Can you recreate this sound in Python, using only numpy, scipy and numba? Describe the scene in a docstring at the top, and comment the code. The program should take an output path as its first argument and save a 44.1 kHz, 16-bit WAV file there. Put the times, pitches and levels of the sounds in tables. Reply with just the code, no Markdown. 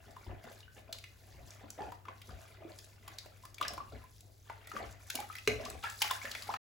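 """A small hard room: a small dog is washed by hand in a plastic tub of shallow water, heard close up.
Hands and paws slap the water as noise bursts with a froth of tones; trapped bubbles ring as gliding sines.
Swarms of tiny tones make the sloshing, the trickling and the crackle of wet fur; the tub takes one knock,
built from decaying modes. Filtered noise makes the tub wall boom softly as the water shifts.
A wavering mains hum and faint room noise lie underneath."""
import sys
import numpy as np
from scipy import signal
from scipy.fft import rfft, irfft, next_fast_len
from scipy.io import wavfile
from scipy.ndimage import uniform_filter1d
from numba import njit

SR = 44100
rng = np.random.default_rng(int(sys.argv[2]) if len(sys.argv) > 2 else 0)


def store_wav(level_fs):
    """Save 16-bit WAV to argv[1]."""
    pcm = np.round(np.clip(np.atleast_2d(level_fs), -1, 1) * 32767)
    wavfile.write(sys.argv[1], SR, pcm.T.astype(np.int16))


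N = 297746
TIME = np.arange(N) / SR


def undb(db):
    """Decibels to gain."""
    return 10 ** (np.asarray(db) / 20)


def unit(x):
    """Scale to rms 1."""
    return x / np.sqrt(np.mean(x ** 2))


def colour(x, points):
    """Filter by a spectrum of (Hz, dB) points, joined over log frequency."""
    hz, db = np.transpose(points)
    size = next_fast_len(len(x))
    f = np.maximum(np.fft.rfftfreq(size, 1 / SR), 1)
    gain = undb(np.interp(np.log(f), np.log(hz), db))
    return irfft(rfft(x, size) * gain, size)[:len(x)]


def band(x, points):
    """Colour x, fall 40 dB in the octave beyond each end, and scale to rms 1."""
    (low, low_db), (high, high_db) = points[0], points[-1]
    return unit(colour(x, [(low / 2, low_db - 40), *points, (high * 2, high_db - 40)]))


def add(out, s, x):
    """Mix x into out from time s in seconds."""
    i = max(int(s * SR), 0)
    out[i:i + len(x)] += x[:max(N - i, 0)]


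def walk(rate):
    """Slow random drift at rms 1, with a new target rate times a second."""
    k = int(SR / rate)
    steps = np.repeat(rng.standard_normal(N // k + 1), k)
    return unit(uniform_filter1d(steps, k)[:N])


def track(rows):
    """Join rows (s, value) by straight lines."""
    return np.interp(TIME, *np.transpose(rows))


def swells(rows, attack_s, release_s):
    """Gain over time for rows (s, length, dB): each rises, holds and dies away; overlaps add in power."""
    power, t = np.zeros(N), np.arange(2 * SR) / SR
    for s, length, db in rows:
        rise = np.minimum(t / attack_s, 1)
        fall = np.exp(-np.maximum(t - length, 0) / release_s)
        add(power, s, (undb(db) * rise * fall) ** 2)
    return np.sqrt(power)


@njit
def ring(length, start, hz, size, decay, rise):
    """Damped bubble tones whose pitch glides by rise octaves per s, climbing as they near the surface."""
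    out = np.zeros(length)
    for k in range(len(start)):
        first, phase, gain, f = max(int(start[k] * SR), 0), 0., size[k], hz[k]
        fade, climb = np.exp(-1 / (decay[k] * SR)), 2 ** (rise[k] / SR)
        for i in range(first, min(first + int(5 * decay[k] * SR), length)):
            out[i] += gain * np.sin(phase) * min(phase / 5, 1.)
            phase += 2 * np.pi * f / SR
            f *= climb
            gain *= fade if f < 1.8 * hz[k] else .99  # it bursts on reaching the surface
    return out


def swarm(count, low_hz, high_hz, cycles, spread_db, wash):
    """Countless small bubbles of uneven size over a wash of ones too small to tell apart."""
    when, pitch, strength, length, glide = rng.random((count, 5)).T
    hz = low_hz * (high_hz / low_hz) ** pitch
    decay = cycles * (.5 + length) / hz
    size = undb(spread_db * np.minimum(-np.log(1 - strength), 4))  # many weak, few strong
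    grains = ring(N, when * N / SR, hz, size, decay, 0.13 * glide / decay)
    return unit(grains) + wash * rng.standard_normal(N)


# Slaps of hands and paws on the water. Each row: start in seconds, splatter and ring level in dB,
# cavity pitch in Hz, spray level in dB; the levels are taken before the gains of slaps().
SLAPS = [(.109, -56, 5470, -64), (.165, -40, 1010, -63), (.439, -51, 2000, -58), (.516, -51, 640, -61),
         (.604, -45, 3920, -73), (.927, -26.5, 4230, -47), (.986, -39.5, 3840, -55), (1.04, -35, 2410, -59),
         (1.506, -38.5, 5700, -75), (1.703, -35, 7400, -51), (1.92, -35, 927, -57),
         (2.053, -43, 1230, -64.5), (2.084, -32.5, 1075, -78), (2.217, -45.5, 2370, -53.5),
         (2.292, -44.5, 1180, -66), (2.788, -39, 4750, -56.5), (3.079, -37, 1083, -47),
         (3.185, -30.5, 4300, -56), (3.259, -42.5, 600, -56.5), (3.452, -43, 1130, -50),
         (3.544, -40, 6660, -58), (3.582, -38, 2230, -54), (3.612, -22.5, 1167, -42.5),
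         (3.627, -26, 2900, -55), (3.65, -27, 1600, -67), (3.681, -25, 5350, -46),
         (3.735, -41, 1080, -46.5), (3.778, -32.5, 1044, -58), (4.207, -50, 7350, -58),
         (4.498, -29.5, 893, -64), (4.672, -44, 2000, -49.5), (4.716, -31, 1253, -61),
         (4.765, -26, 1144, -65), (5.101, -28.5, 2720, -37), (5.153, -45.5, 4240, -31.5),
         (5.201, -44, 880, -42), (5.353, -34.5, 1980, -48.5), (5.384, -37, 2510, -51),
         (5.476, -25.5, 2330, -52), (5.652, -29, 4040, -61), (5.7, -31.5, 7900, -54),
         (5.838, -29.5, 1310, -48.5), (5.899, -40, 1690, -46), (6.019, -17, 3030, -29.5),
         (6.023, -20.5, 2920, -35), (6.046, -30.5, 844, -48), (6.11, -21.5, 1046, -33.5),
         (6.252, -29.5, 1750, -55.5), (6.315, -29.5, 4250, -48), (6.35, -26, 2160, -52),
         (6.422, -34.5, 3940, -50), (6.539, -22, 1277, -56)]
# Colour of the spray. Each row: frequency in Hz, gain in dB.
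SPRAY_COLOUR = [(1500, -6.5), (3500, 0), (6000, -2.5), (11000, 3), (16000, 0)]
# the splatter is strongest at the cavity's pitch and falls away on both sides
BELOW_DB_PER_OCT, ABOVE_DB_PER_OCT = 13.5, 12.5
# small cavities close faster: the time shrinks with pitch by this power, relative to 1 kHz
CLOSING_POWER = .1


def slaps(attack_s=.0015, decay_s=0.0023, scatter_s=.004, cycles=2.9, froth_db=-5.0,
          splatter_db=-23.0, spray_db=-10.5, cavity_db=-3.5, cavity_cycles=4.7):
    """Each slap closes a cavity in a few milliseconds, rings it briefly and whips in a froth of tiny bubbles."""
    out, t = np.zeros(N), np.arange(2048) / SR
    lead = 128 / SR  # short silence ahead of each burst
    for s, db, cavity_hz, spray in SLAPS:
        age = np.maximum(t - lead, 0) * (cavity_hz / 1000) ** CLOSING_POWER
        push = (1 - np.exp(-age / attack_s)) ** 2 * np.exp(-age / decay_s)
        when, pitch, glide = rng.random(size=(3, 24))
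        hz, late = 700 * 14 ** pitch, -np.log(1 - when)
        # bubbles born later are weaker
        strength = hz * np.exp(-late / 2)
        froth = ring(len(t), lead + scatter_s * late, hz, strength, cycles / hz, 40 * glide)
        burst = unit(rng.standard_normal(len(t)) * push) + undb(froth_db) * unit(froth)
        # slopes drawn out to four octaves on each side
        shape = [(cavity_hz / 16, -4 * BELOW_DB_PER_OCT), (cavity_hz, 0),
                 (cavity_hz * 16, -4 * ABOVE_DB_PER_OCT)]
        splatter = undb(db + splatter_db) * band(burst, shape)
        fine_spray = undb(spray + spray_db) * band(burst, SPRAY_COLOUR)
        add(out, s - lead - attack_s / 2, splatter + fine_spray)
    s, db, hz, _ = np.array(SLAPS, float).T.copy()
    cavities = ring(N, s + attack_s, hz, undb(db + cavity_db), cavity_cycles / hz, np.full(len(s), 5.0))
    return out + cavities


# Waves pushed up by hand and dog. 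Each row: start in seconds, length in seconds, slosh level in dB,
# trickle level in dB; the levels are taken before the gains of stirring().
WAVES = [(0.06, 0.028, -55.5, -85), (0.255, 0.064, -46, -63.5), (0.435, 0.053, -49, -62),
         (0.753, 0.031, -58.5, -59.5), (0.868, 0.081, -61.5, -64), (1.228, 0.26, -63.5, -73),
         (1.603, 0.056, -52.5, -77), (1.776, 0.098, -46, -57.5), (2.059, 0.062, -57, -62.5),
         (2.275, 0.039, -57.5, -64.5), (2.597, 0.11, -56.5, -65.5), (3.064, 0.075, -62, -81),
         (3.245, 0.025, -67, -74), (3.596, 0.073, -51, -50), (3.679, 0.12, -54, -64),
         (3.914, 0.025, -50.5, -57), (4.225, 0.073, -66, -102), (4.45, 0.086, -81, -63.5),
         (4.726, 0.11, -45, -53.5), (5.136, 0.073, -52, -56), (5.277, 0.076, -77, -57),
         (5.485, 0.036, -45.5, -53.5), (5.582, 0.17, -49.5, -55), (5.825, 0.027, -58.5, -39),
         (6.001, 0.14, -67, -47.5), (6.219, 0.12, -61, -51), (6.467, 0.053, -61.5, -55.5)]
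WAVE_ATTACK_S, WAVE_RELEASE_S = 0.012, 0.027
# How restless the water is between waves. Each row: time in seconds, lapping level in dB
# before the gains of stirring().
LAPPING = [(0, -65.5), (.55, -63.5), (.7, -75.5), (1.15, -73), (1.6, -61.5), (2.02, -75), (2.4, -61),
           (2.75, -66), (2.93, -71.5), (3.1, -63), (3.55, -72), (4.0, -62.5), (4.17, -79.5), (4.37, -84),
           (4.62, -60), (5.0, -64.5), (5.8, -77), (6.0, -62.5), (6.55, -56)]
# Colours of the large and the small bubbles. Each row: frequency in Hz, gain in dB.
SLOSH_COLOUR = [(130, -7.5), (270, -12), (450, -3.5), (650, 4.5), (1100, -14.5), (2000, -6)]
TRICKLE_COLOUR = [(500, -2), (950, -8.5), (1600, 1.5), (3000, -0.5), (4500, -4), (8000, -9)]


def stirring(slosh_db=-2.0, trickle_db=-2.0, lap_slosh_db=-5.0, lap_trickle_db=-2.5):
    """Moving water: large bubbles slosh and small ones trickle, in waves over a gentle lapping."""
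    slosh = swarm(count=1500, low_hz=200, high_hz=1300, cycles=2.8, spread_db=2.2, wash=.3)
    trickle = swarm(count=3000, low_hz=750, high_hz=4500, cycles=4.5, spread_db=2.6, wash=.5)
    s, length, deep_db, fine_db = np.transpose(WAVES)
    lapping = undb(track(LAPPING))
    deep_waves = swells(zip(s, length, deep_db + slosh_db), WAVE_ATTACK_S, WAVE_RELEASE_S)
    fine_waves = swells(zip(s, length, fine_db + trickle_db), WAVE_ATTACK_S, WAVE_RELEASE_S)
    deep = np.hypot(deep_waves, lapping * undb(lap_slosh_db))
    fine = np.hypot(fine_waves, lapping * undb(lap_trickle_db))
    return band(slosh, SLOSH_COLOUR) * deep + band(trickle, TRICKLE_COLOUR) * fine + drips(fine)


def drips(stir, gain_db=6.5, cycles=8.0, rise=7.0):
    """Stray drops fall all the time and ring bubbles, louder where the water is stirred."""
    when, pitch, strength, glide = rng.random((70, 4)).T
    hz = 700 * 4 ** pitch
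    size = undb(gain_db) * (.5 + strength)
    return stir * ring(N, when * N / SR, hz, size, cycles / hz, 2 * rise * glide)


# Single ringing bubbles. Each row: start in seconds, starting pitch in Hz, level in dB before
# the gain of bubbles(), pitch rise in octaves per second.
BUBBLES = [(.313, 666, -42, 8), (.63, 2890, -47, 4), (.68, 1530, -47.5, -1.3), (.892, 648, -41, 0.5),
           (1.638, 276, -44, 6), (1.868, 840, -47, -5), (2.649, 320, -37, 5), (3.436, 1007, -46.5, 4),
           (3.705, 673, -35, 7.5), (3.803, 1160, -32.5, -5.5), (4.039, 980, -48, 6), (4.803, 700, -33, -2),
           (5.102, 1484, -37.5, 13), (5.153, 296, -39.5, -11.5), (5.175, 2240, -36.5, 6),
           (5.189, 791, -29, 6), (5.224, 1180, -44, 19), (5.3, 1258, -33.5, 3.5), (5.5, 2210, -29.5, 5.5),
           (5.6, 589, -30, 11.5), (5.661, 1092, -36.5, 10), (5.841, 1308, -28.5, 5.5),
           (5.868, 1663, -31.5, 0), (6.018, 857, -26.5, 3.5), (6.106, 3390, -30.5, 12.5),
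           (6.216, 2140, -35.5, 15.5), (6.246, 535, -37, 8.5), (6.254, 1725, -34.5, 20),
           (6.491, 740, -24.5, 45)]


def bubbles(gain_db=-3.0):
    """The larger air pockets ring alone, each a damped tone that glides."""
    s, hz, db, rise = np.array(BUBBLES, float).T.copy()
    return ring(N, s, hz, undb(db + gain_db), ring_time(hz), rise)


# decay time of a 1 kHz bubble; it shortens with pitch by this power
BUBBLE_DECAY_S, BUBBLE_SHORTENING = 0.0098, .3


def ring_time(hz):
    """Small bubbles die sooner than large ones."""
    return BUBBLE_DECAY_S * (1000 / hz) ** BUBBLE_SHORTENING


# Strokes of the hand over wet fur. Each row: start in seconds, length in seconds, level in dB
# before the gain of wet_fur().
STROKES = [(0, 0.278, -68.5), (.41, 0.2, -65), (.71, 0.098, -66), (.91, 0.71, -67), (1.46, 0.09, -62),
           (1.67, 0.28, -69), (2.12, 0.23, -65.5), (2.35, 0.19, -65.5), (2.66, 0.29, -66.5),
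           (2.74, 0.11, -63), (2.98, 0.53, -68), (3.59, 0.19, -62), (3.78, 0.88, -70.5), (4.67, 0.26, -60),
           (4.98, 0.56, -60.5), (5.13, 0.088, -65), (5.47, 0.47, -60), (5.82, 0.73, -53.5),
           (5.99, 0.088, -48.5)]
STROKE_ATTACK_S, STROKE_RELEASE_S = 0.023, 0.0088
# Colour of the popping water films. Each row: frequency in Hz, gain in dB.
CRACKLE_COLOUR = [(2000, -18.5), (4000, -5.5), (7000, -2), (10000, -1), (16000, -3.5)]


def wet_fur(gain_db=-2.0, patchy_db=2.5, snap_db=-8.0):
    """Water films pop between the hairs as the hand slides on in small jerks; now and then a larger one snaps."""
    pops = swarm(count=9000, low_hz=3000, high_hz=15000, cycles=2.4, spread_db=3.6, wash=.7)
    snaps = swarm(count=70, low_hz=4000, high_hz=14000, cycles=3.0, spread_db=1.8, wash=0)
    hand = swells(STROKES, STROKE_ATTACK_S, STROKE_RELEASE_S)
    jerks = undb(gain_db + patchy_db * walk(45))
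    return (band(pops, CRACKLE_COLOUR) + undb(snap_db) * snaps) * hand * jerks


# An air pocket squelches under the hand. Each row: time in seconds, pitch in Hz, level in dB,
# both before the random roughening.
SQUELCH = [(1.778, 520, -59), (1.787, 608, -41), (1.801, 831, -43.5), (1.826, 882, -39.5),
           (1.841, 648, -55), (1.862, 376, -53), (1.894, 191, -59), (1.909, 170, -82)]


def squelch(rough=0.26):
    """A pocket of air shrinks and opens again, so its pitch arches; both pitch and level are rough."""
    s, hz, db = np.transpose(SQUELCH)
    pitch = np.interp(TIME, s, hz) * (1 + 0.036 * walk(300))
    phase = 2 * np.pi * np.cumsum(pitch) / SR
    level = (1 + rough * walk(500)) * undb(np.interp(TIME, s, db))
    return np.sin(phase) * level * (TIME > s[0]) * (TIME < s[-1])


# Ringing modes of the tub wall. Each row: frequency in Hz, level in dB relative to the knock,
# time to fall 60 dB in seconds.
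TUB_MODES = [(62.3, -25, .6), (107.1, -18, 0.72), (253, -22.5, 0.55), (292, -20, 0.18), (409, -5.5, 0.14),
             (500, -5, 0.076), (429.8, -6.5, 0.26), (574, -18.5, 0.23), (1240, -4, 0.015),
             (1555, -8, 0.036), (2094, 5, 0.01), (2230, -12.5, .07), (2430, -10.5, 0.071), (2784, 3, 0.011),
             (4080, -2, 0.019)]
# start of the knock, and the gain its modes and crack share
KNOCK_S, KNOCK_DB = 5.475, -23.5


def knock(crack_db=-5.0, crack_s=0.0041, contact_s=0.00012):
    """A sharp crack as the tub is struck, while the plastic wall rings in decaying modes."""
    out, t = np.zeros(N), np.arange(SR // 2) / SR
    modes = np.zeros(len(t))
    for k, (hz, db, t60) in enumerate(TUB_MODES):
        # neighbouring modes swing in opposite directions
        modes += (-1) ** k * undb(db - 60 * t / t60) * np.sin(2 * np.pi * hz * t)
    crack_colour = [(400, -7), (2500, -28), (6000, 1), (15000, -12.0)]
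    crack = band(rng.standard_normal(len(t)), crack_colour) * np.exp(-t / crack_s)
    contact = 1 - np.exp(-t / contact_s)
    add(out, KNOCK_S, undb(KNOCK_DB) * (modes + undb(crack_db) * crack) * contact)
    return out


# Shoves against the tub wall. Each row: start in seconds, length in seconds, level in dB.
SHOVES = [(.26, 0.064, -47), (1.33, 0.12, -55.5), (1.79, 0.13, -58.5), (2.29, 0.061, -49.5),
          (3.66, 0.22, -57.5), (3.92, .05, -50.5), (4.8, 0.1, -53), (5.47, 0.13, -52), (5.68, 0.1, -52)]
SHOVE_ATTACK_S, SHOVE_RELEASE_S = 0.0067, 0.039
# Colour of the booming wall. Each row: frequency in Hz, gain in dB.
BOOM_COLOUR = [(28, -14.5), (40, -17), (60, 1.5), (80, -2), (120, -9), (200, -23), (400, -24)]


def boom(gain_db=0.0, rest_db=-69.0):
    """The soft wall flexes with the shifting weight, most at each shove: low noise over a faint rest level."""
    shoves = swells(SHOVES, SHOVE_ATTACK_S, SHOVE_RELEASE_S) * undb(gain_db)
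    flex = np.hypot(shoves, undb(rest_db))
    return band(rng.standard_normal(N), BOOM_COLOUR) * flex


def room(low_t60=0.35, high_t60=0.29):
    """Tail of the small hard room, whose treble dies first; unit energy."""
    t = np.arange(SR // 2) / SR
    low, high = rng.standard_normal((2, len(t)))
    low_colour = [(40, -11.5), (120, 9.5), (350, -0.5), (2800, 1.5), (7000, -5.5)]
    high_colour = [(2000, -17.0), (5500, -2.5), (16000, -11.0)]
    low = colour(low, low_colour) * undb(-60 * t / low_t60)
    high = colour(high, high_colour) * undb(-60 * t / high_t60)
    return unit((low + high) * (t > .004)) / np.sqrt(len(t))


# Colour of the room air. Each row: frequency in Hz, gain in dB.
AIR_COLOUR = [(28, -10), (50, -2.5), (110, -3.5), (170, -17.5), (400, -18.5), (1000, -31.5), (3000, -37),
              (8000, -35), (16000, -32)]
# centre pitch and level of the hum, and the level of the air
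AIR_DB, HUM_HZ, HUM_DB = -64.5, 98.8, -61.5


def background(waver_hz=1.3, waver_db=1.5):
    """Faint room air as filtered noise, and the hum of an appliance as a sine of wavering pitch and level."""
    phase = 2 * np.pi * np.cumsum(HUM_HZ + waver_hz * walk(11)) / SR
    hum = np.sqrt(2) * np.sin(phase) * undb(HUM_DB + waver_db * walk(9.8))
    return hum + undb(AIR_DB) * band(rng.standard_normal(N), AIR_COLOUR)


# Reflections from the tub wall. Each row: delay in seconds, linear gain common to both microphones,
# linear gain of their difference before the width colour.
TUB_ECHOES = [(.00085, 0.11, 0.28), (.0016, -0.11, .15), (.0029, 0.15, -.14), (.0043, 0.0035, 0.32)]
# Colour of the sound that differs between the two microphones. Each row: frequency in Hz, gain in dB.
WIDTH_COLOUR = [(30, -16.5), (60, -5.5), (250, -8.5), (650, 1), (1500, -0.5), (5000, -2), (7500, -10),
                (16000, -34.5)]


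def scene(room_db=-7.5, room_side_db=-7.5):
    """The water is heard directly, off the tub wall and through the room."""
    water = stirring() + wet_fur() + slaps() + bubbles() + squelch() + knock()
    flex = boom()
    mid_tail = undb(room_db) * signal.fftconvolve(water, room())[:N]
    mid = water + flex + mid_tail + background()
    side_tail = undb(room_side_db) * signal.fftconvolve(water + flex, room())[:N]
    side = side_tail + undb(AIR_DB) * band(rng.standard_normal(N), AIR_COLOUR)
    for delay, common, difference in TUB_ECHOES:
        add(mid, delay, common * water)
        add(side, delay, difference * water)
    side = colour(side, WIDTH_COLOUR)
    return np.array([mid + side, mid - side])


# Left microphone over right. Each row: frequency in Hz, level difference in dB.
BALANCE = [(100, 2.5), (5000, 2), (8000, 0)]
# the sound is silent from END_S on; a steep low-pass closes at TOP_HZ
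END_S, TOP_HZ = 6.572, 16150


def record(dry):
    """The left microphone is a little louder and lags in the top treble; the sound stops just before the end."""
    f = np.fft.rfftfreq(N, 1 / SR)
    lag = np.exp(-2j * np.pi * np.maximum(f - 7000, 0) * .000238)  # 0.238 ms group delay above 7 kHz
    left = colour(irfft(rfft(dry[0]) * lag, N), [(hz, db / 2) for hz, db in BALANCE])
    right = colour(dry[1], [(hz, -db / 2) for hz, db in BALANCE])
    fade_out = np.clip((END_S - TIME) / .004, 0, 1)
    pair = np.array([left, right]) * fade_out
    return signal.sosfilt(signal.ellip(8, .2, 70, TOP_HZ, fs=SR, output="sos"), pair)


dry = scene()
out = record(dry)
store_wav(out)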